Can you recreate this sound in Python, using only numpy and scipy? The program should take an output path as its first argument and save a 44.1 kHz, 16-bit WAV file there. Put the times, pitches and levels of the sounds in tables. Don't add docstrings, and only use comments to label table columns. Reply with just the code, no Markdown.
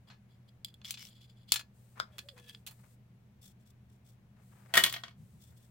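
import sys
import numpy as np
from scipy import signal
from scipy.fft import rfft, irfft
from scipy.io import wavfile

SR = 44100
rng = np.random.default_rng(int(sys.argv[2]) if len(sys.argv) > 2 else 0)


def dump(signal):
    limited = np.clip(np.atleast_2d(signal).T, -1, 1)
    pcm = np.round(limited * 32767).astype(np.int16)
    wavfile.write(sys.argv[1], SR, pcm)


N = 251370
T = np.arange(N) / SR
SIZE = 16384
TOP_HZ = 16000

# (frequency [Hz], level [dB])
AIR_COLOUR = [(25, -13), (50, -17.5), (72, -1.5), (100, -4.5), (125, 1.5), (160, -7.5), (203, 1),
              (260, -17.5), (400, -21), (700, -25), (1200, -31.5), (2200, -33), (5000, -43.5),
              (9000, -49.5), (15000, -45)]
AIR_DB, HUM_HZ, HUM_DB = -62, 120, -62.5

# (start [s], length [s], drive level [dB])
SCRAPE_STROKES = [(.07, 0.056, -66.5), (.285, 0.098, -74.5), (.475, 0.035, -75), (.66, 0.065, -68),
                  (.838, 0.095, -51), (.965, 0.13, -52), (1.05, .2, -66.5), (1.205, 0.066, -63),
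                  (1.27, 0.077, -70.5), (1.35, 0.1, -71.5), (1.47, 0.17, -57)]
# (frequency [Hz], level [dB])
BLADE_COLOUR = [(300, -28.5), (1100, -14), (2200, -7), (4000, 0.5), (5200, -10), (6200, -14), (7300, -15),
                (8500, -15.5), (10000, -17), (12500, -14), (15000, -9.5)]
# (frequency [Hz], t60 [s], level over the broad colour [dB])
BLADE_RESONANCES = [(3400, .017, 20), (4310, .008, 8), (4860, .016, 19), (7170, .013, 19), (7750, .01, 10),
                    (9450, .008, 12), (11150, .01, 12)]
# (frequency [Hz], level [dB])
RASP_COLOUR = [(300, -24), (1200, -11.5), (2300, -6.5), (3500, -0.5), (6500, -8), (10000, -15),
               (15000, -11)]
# (frequency [Hz], t60 [s], level over the broad colour [dB])
RASP_RESONANCES = [(2244, 0.019, 8), (2980, 0.028, 8), (5187, .025, 9.7), (5800, .025, 6)]

# (start [s], length [s], level [dB])
SHUFFLE_STROKES = [(.07, 0.088, -66), (1.95, 0.071, -63.5), (2.02, 0.24, -71.5), (2.35, .07, -67.5),
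                   (2.67, 0.075, -67.5), (2.78, 0.034, -71.5), (2.83, 0.047, -67), (4.35, 0.11, -72.5),
                   (4.48, 0.45, -71), (4.68, 0.13, -63.5), (5.48, 0.18, -81)]
# (frequency [Hz], level [dB])
ARM_COLOUR = [(200, -14.5), (450, -4), (800, 0), (1050, -2), (1450, -2), (2200, -6.5), (3500, -17),
              (8000, -27.5)]

# (time [s], level [dB], bass [dB], treble [dB], chatter decay [ms])
FRAME_TICKS = [(.101, -56, 12, -32, 25.6), (.8155, -60.5, 8, -29, 2.1), (.9075, -34.5, -8, 6, 1.72),
               (.927, -57, -1, -31, 9.9), (.940, -46, -7, -14, 8.8), (.973, -50, -2, -31, 12),
               (1.520, -20, -2, 4, 1.9), (1.5395, -30.5, 0, 5.5, 5.7), (1.5585, -32.5, 2.5, -6.5, 9.7),
               (1.5935, -43.5, 7, -4.5, 7.1), (1.611, -53.5, 9, -5, 1.8), (2.1825, -46, 7.5, 4, 3.3),
               (2.1895, -42.5, 6, -4.5, 2.4), (2.379, -58.5, 13, -1, 6.5), (2.665, -45.5, 0, 8, 5.8),
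               (2.672, -44, 0.5, 5, 13), (2.710, -54.5, 10, 12, 11)]
# (frequency [Hz], level [dB])
FRAME_COLOUR = [(200, -38.5), (500, -20), (1000, -9.5), (1800, -8), (2600, 0.5), (3400, 1.5), (4600, -3),
                (5800, -5), (7300, -8.5), (9200, -9), (11000, -10.5), (15000, -9.5)]
# (frequency [Hz], t60 [s], level over the broad colour [dB])
FRAME_RESONANCES = [(1715, 0.13, 9), (2528, 0.08, 5), (3480, 0.045, 1.5), (4220, 0.063, 10),
                    (4657, 0.064, 8), (6650, 0.051, 6), (7415, 0.018, 8), (9136, 0.036, 6.5),
                    (10730, 0.05, 8)]
# (time [s], level [dB], bass [dB], treble [dB], chatter decay [ms])
BLADE_TOUCHES = [(.6465, -39, -13, 5, 2.5), (.684, -61, 6, 3, 1.9), (.741, -57.5, -20, 3.5, 3.6),
                 (.8465, -47, 4, -11, 8.8), (.853, -47, -3, 4, 7.4), (2.287, -47.5, 8.5, -8, 10.3),
                 (2.548, -51, 7.5, -15, 2.68)]
# (time [s], left minus right [dB])
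TOY_PLACE = [(.65, -1.5), (1.5, -0.4), (2.2, -3.5), (2.7, -6)]

# (start [s], length [s], level [dB])
SLEEVE_STROKES = [(1.015, 0.093, -61.5), (1.73, .25, -73), (2.1, .55, -73.5), (2.66, 0.31, -71),
                  (4.37, 0.77, -72), (5.17, 0.57, -75)]
# (frequency [Hz], level [dB])
SLEEVE_COLOUR = [(500, -8), (2400, -6), (4200, -1), (6000, -4), (8200, 3), (11000, -3), (15000, 1.5)]

# (time [s], level [dB], bass [dB], treble [dB], chatter decay [ms])
HAND_KNOCKS = [(1.978, -56.5, 16.5, -5.5, 8), (1.994, -53, 6, 4.5, 5.9), (1.9997, -30.5, 0.5, -0.5, 0.8)]
# (frequency [Hz], level [dB])
HELD_TOY_COLOUR = [(200, -42), (600, -18), (820, -26.5), (1400, -2), (1900, -16.5), (2300, -20),
                   (2800, -30.5), (3450, -13), (4300, -27), (5100, -13), (6000, -37), (7600, -32),
                   (11000, -44.5), (15000, -39)]

# (time [s], frequency [Hz], level [dB])
HIGH_GLIDE = [(2.08, 655, -78), (2.15, 596, -70), (2.21, 538, -84), (2.25, 554, -68), (2.295, 608, -67),
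              (2.34, 499, -68), (2.46, 476, -75), (2.68, 430, -82.5)]
# (time [s], frequency [Hz], level [dB])
LOW_GLIDE = [(2.155, 425, -76), (2.2, 378, -70), (2.245, 373, -76)]

# (start [s], length [s], level [dB])
PANEL_STROKES = [(2.115, 0.066, -69), (2.19, 0.054, -64), (2.36, 0.064, -64), (2.415, 0.071, -66),
                 (2.47, 0.073, -57), (2.525, 0.063, -64.5)]
# (frequency [Hz], t60 [s], level over the broad colour [dB])
PANEL_RESONANCES = [(1725, .07, 22), (2620, .04, 9), (3350, .028, 16), (4710, .03, 7)]

# (start [s], length [s], level [dB])
FINGER_STROKES = [(3.41, 0.12, -56.5), (3.59, 0.057, -73.5), (3.65, 0.075, -68), (3.88, 0.11, -75.5),
                  (4.04, 0.12, -67), (5.39, 0.15, -63.5), (5.56, 0.058, -64.5), (5.61, 0.074, -69.5)]
# (frequency [Hz], level [dB])
FINGER_COLOUR = [(500, -8), (2400, -5.5), (3400, -2), (4500, 2), (6000, 0), (8000, 1.5), (11000, -2),
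                 (15000, 3)]
# (frequency [Hz], t60 [s], level over the broad colour [dB])
FINGER_RESONANCES = [(3450, 0.013, 12), (5480, .014, 2), (7640, .012, 1), (9250, 0.013, -2.5)]

# (time [s], level [dB], bass [dB], treble [dB], chatter decay [ms])
DROP_BLOWS = [(4.7385, -24.5, -0.5, 3, 7.2), (4.7535, -25.5, 3.5, 7, 8.8), (4.7705, -22, -1.5, 6, 7.4),
              (4.7745, -16.5, 1, 3, 3.2), (4.782, -26.5, -0.5, 8, 21), (4.837, -18.5, -6.5, 7, 6.4),
              (4.862, -30.5, -4.5, -2, 7), (4.879, -41, -16, -20, 3.5), (4.895, -39.5, -26, 0, 4.6),
              (4.9255, -37, -6, 14, 1.2), (4.939, -35.5, -5, -18, 5.7), (4.9625, -40.5, 2, -16, 5.9)]
# (frequency [Hz], level [dB])
BOX_COLOUR = [(80, -12.5), (170, -9.5), (300, -11.5), (470, -15.5), (700, -11.5), (1200, 1), (1900, -1),
              (2600, -1.5), (3400, -1), (4600, -4), (6000, -10.5), (8000, -11.5), (12000, -16),
              (15000, -17.5)]
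# (frequency [Hz], t60 [s], level over the broad colour [dB])
BOX_RESONANCES = [(364, 0.13, 3.9), (678, 0.048, 11), (936, 0.22, 2.7), (1532, 0.077, 1.7),
                  (1890, 0.04, 9.6), (2097, 0.05, 1), (2225, 0.046, 3), (2960, 0.13, 1.8),
                  (3360, 0.013, 3.1), (3305, 0.044, 3.3), (4230, 0.17, 2.7), (10700, 0.031, 4.5),
                  (11600, 0.01, 4.4)]
ROCK_S, ROCK_GAP_S, ROCK_SHRINK = 5.0355, 0.045, 0.63
ROCK_DB, ROCK_LOSS_DB = -40.5, 12

# (start [s], length [s], level [dB])
BUMP_STROKES = [(5.16, .12, -55.5), (5.27, 0.16, -61), (5.45, 0.082, -60)]
# (frequency [Hz], level [dB])
BENCH_COLOUR = [(40, -24.5), (85, 2), (120, -3.5), (160, 4.5), (220, -5.5), (300, -26.5), (800, -44.5)]

# (frequency [Hz], t60 [s])
ROOM_DECAY = [(250, 0.32), (700, 0.25), (2000, 0.13), (5000, 0.17), (9000, 0.11), (15000, 0.17)]
# (frequency [Hz], left minus right [dB])
PORT_SHADING = [(200, 0.5), (1400, 3.5), (4400, 0.5), (6000, 9), (9500, 9.5), (11700, 1), (15000, 0.5)]


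def amp(db):
    return 10 ** (np.asarray(db) / 20)


def unit(x):
    return x / np.sqrt(np.mean(x ** 2))


def curve(rows, axis=1):
    rows = np.array(rows)
    return np.interp(T, rows[:, 0], rows[:, axis])


def over_hz(points, size):
    hz, value = np.transpose(points)
    return np.interp(np.log(np.fft.rfftfreq(size, 1 / SR) + 1), np.log(hz), value)


def response(points, modes=()):
    cepstrum = irfft(np.log(amp(over_hz(points, SIZE))))
    cepstrum[1:SIZE // 2] *= 2
    cepstrum[SIZE // 2 + 1:] = 0
    f = np.fft.rfftfreq(SIZE, 1 / SR)
    rings = 0
    for hz, t60, db in modes:
        rings = rings + amp(db) / (1 + 2j * np.pi * (f - hz) * t60 / np.log(1000))
    return np.exp(rfft(cepstrum)) * (1 + rings)


def through(x, body):
    impulse = irfft(body)[None]
    return unit(signal.fftconvolve(x, impulse, axes=1)[:, :N])


def noise(size, side):
    mid, spread = rng.standard_normal((2, size))
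    return np.array([mid + side * spread, mid - side * spread]) / np.hypot(1, side)


def pan(db):
    return amp(np.array([[1], [-1]]) * db / 2)


def walk(rate):
    knots = rng.standard_normal(SIZE)
    return np.interp(T * rate, np.arange(SIZE), knots)


def strokes(rows, attack, release):
    out = np.zeros(N)
    for start, length, db in rows:
        done = (T - start) / length
        ramp = np.clip(np.minimum(done / attack, (1 - done) / release), 0, 1)
        out += amp(db) * np.sin(np.pi / 2 * ramp)
    return out


def friction(pressure, body, grit_db, judder_db, pan_db):
    unevenness = amp(grit_db * walk(900) + judder_db * walk(90))
    slips = noise(N, 0.63) * unevenness
    return through(slips, body) * pressure * pan(pan_db)


def blows(rows, body, click, side, tail_db, tail_s, grit_db, lag_ms, rise_ms):
    out, t = np.zeros((2, N + SIZE)), np.arange(SIZE) / SR
    ms = t * 1000
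    head = int(.011 * SR)
    fade = np.cos(np.pi / 2 * t / t[-1]) ** 2
    khz = np.fft.rfftfreq(SIZE, ms[1])
    ports = np.exp(-2j * np.pi * khz * np.array([[0], [lag_ms]]))
    for s, db, bass_db, treble_db, chatter_ms in rows:
        burst = np.exp(-ms / chatter_ms) * (1 - np.exp(-ms / rise_ms))
        rattle = amp(tail_db) * np.exp(-t / tail_s)
        sizes = np.clip(rng.standard_normal(SIZE), -2, 2)
        contacts = unit(amp(grit_db * np.interp(2 * ms, np.arange(SIZE), sizes)))
        force = noise(SIZE, side) * contacts * (burst + rattle) / np.sqrt(np.sum(burst ** 2))
        force[:, np.argmax(burst) // 2] += click
        tilt = response([(1500, bass_db), (3000, 0.0042), (5500, 0.011), (13000, treble_db)])
        hit = irfft(rfft(force) * body * tilt * ports) * fade
        start = int(s * SR)
        out[:, start:start + SIZE] += hit / np.sqrt(np.mean(hit[:, :head] ** 2)) * amp(db)
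    return out[:, :N]


def ventilation():
    mid, side = rfft(rng.standard_normal((2, N))) * amp(over_hz(AIR_COLOUR, N))
    width_db = [(30, -9.5), (90, -18.0), (200, -15.5), (500, -3.5), (2000, 0.0)]
    side = side * amp(over_hz(width_db, N))
    return unit(irfft(np.array([mid + side, mid - side]), N)) * amp(AIR_DB)


def mains_hum():
    return np.sqrt(2) * np.sin(2 * np.pi * HUM_HZ * T + 0.13 * walk(2.7)) * amp(HUM_DB)


def blade_scrapes(bite_db=-52):
    pressure = strokes(SCRAPE_STROKES, attack=.3, release=.45)
    blade = response(BLADE_COLOUR, BLADE_RESONANCES)
    frame = response(RASP_COLOUR, RASP_RESONANCES)
    singing = friction(pressure, blade, grit_db=4, judder_db=3.5, pan_db=-1.5)
    rasp = friction(pressure, frame, grit_db=6, judder_db=1.0, pan_db=1.0)
    bite = np.clip(pressure / amp(bite_db), 0, 1)
    return singing * (1 - 0.52 * bite) + 0.85 * bite * rasp


def forearm_shuffles():
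    pressure = strokes(SHUFFLE_STROKES, attack=0.22, release=.45)
    return friction(pressure, response(ARM_COLOUR), grit_db=2, judder_db=4, pan_db=4)


def frame_ticks():
    return blows(FRAME_TICKS, response(FRAME_COLOUR, FRAME_RESONANCES), click=0.43, side=0.71,
                 tail_db=-15.5, tail_s=.012, grit_db=2.5, lag_ms=0.0016, rise_ms=0.43)


def blade_touches():
    return blows(BLADE_TOUCHES, response(BLADE_COLOUR, BLADE_RESONANCES), click=1.0, side=0.68,
                 tail_db=-24.5, tail_s=0.018, grit_db=5, lag_ms=.002, rise_ms=0.28)


def sleeve_sweeps(fibre_db=1.0):
    hiss = through(noise(N, 0.9) * amp(fibre_db * walk(300)), response(SLEEVE_COLOUR))
    return hiss * strokes(SLEEVE_STROKES, attack=0.17, release=0.17)


def hand_knocks():
    return blows(HAND_KNOCKS, response(HELD_TOY_COLOUR), click=0.57, side=0.41, tail_db=-23,
                 tail_s=0.017, grit_db=3.5, lag_ms=0.3, rise_ms=.4) * pan(db=-0.5)


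def squeak(glide, waver=0.0348):
    hz = curve(glide) * (1 + waver * walk(270))
    phase = 2 * np.pi * np.cumsum(hz) / SR
    sliding = (T > glide[0][0]) & (T < glide[-1][0])
    return np.sqrt(2) * np.sin(phase) * amp(curve(glide, axis=2) + 3 * walk(80)) * sliding


def panel_rubs():
    pressure = strokes(PANEL_STROKES, attack=0.31, release=0.61)
    body = response(FRAME_COLOUR, PANEL_RESONANCES)
    return friction(pressure, body, grit_db=4.0, judder_db=4, pan_db=-1.0)


def fingertip_slips(skin_db=4):
    slips = noise(N, 1.02) * amp(skin_db * walk(200))
    rubbing = through(slips, response(FINGER_COLOUR, FINGER_RESONANCES))
    return rubbing * strokes(FINGER_STROKES, attack=0.32, release=0.86)


def panel_drop():
    return blows(DROP_BLOWS + rocking(), response(BOX_COLOUR, BOX_RESONANCES), click=0.4, side=0.58,
                 tail_db=-15.0, tail_s=0.021, grit_db=2.5, lag_ms=0.055, rise_ms=.7) * pan(db=-1.2)


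def rocking(count=4, bass_db=1, treble_db=-14, chatter_ms=4):
    rows, s = [], ROCK_S
    for k in range(count):
        rows.append((s, ROCK_DB - k * ROCK_LOSS_DB, bass_db, treble_db, chatter_ms))
        s += ROCK_GAP_S * ROCK_SHRINK ** k
    return rows


def hand_bumps():
    thud = through(noise(N, 0.09), response(BENCH_COLOUR))
    return thud * strokes(BUMP_STROKES, attack=0.27, release=0.5)


def room(x, wet_db, gap_s=0.0051):
    f, t, z = signal.stft(noise(2 * SIZE, .75), SR, nperseg=256)
    hz, t60 = np.transpose(ROOM_DECAY)
    decay_db = -60 * t / np.interp(f, hz, t60)[:, None]
    _, tail = signal.istft(z * amp(decay_db), SR)
    tail *= np.clip(np.arange(tail.shape[1]) / SR / gap_s - 1, 0, 1)
    tail /= np.sqrt(np.sum(tail ** 2) / 2)
    return x + amp(wet_db) * signal.fftconvolve(x, tail, axes=1)[:, :N]


def scene():
    tool = blade_scrapes() + (frame_ticks() + blade_touches()) * pan(curve(TOY_PLACE))
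    arms = forearm_shuffles() + sleeve_sweeps() + fingertip_slips() + hand_bumps()
    toy = hand_knocks() + squeak(HIGH_GLIDE) + squeak(LOW_GLIDE) + panel_rubs()
    near = room(tool + arms + toy, wet_db=-18.0)
    far = room(panel_drop(), wet_db=-9.5)
    return ventilation() + mains_hum() + near + far


def record(dry):
    shade = amp(np.array([[1], [-1]]) * over_hz(PORT_SHADING, 2 * N) / 2)
    heard = irfft(rfft(dry, 2 * N) * shade)[:, :N]
    low_pass = signal.ellip(10, .2, 70, TOP_HZ, fs=SR, output="sos")
    return signal.sosfilt(low_pass, heard)


dry = scene()
out = record(dry)
dump(out)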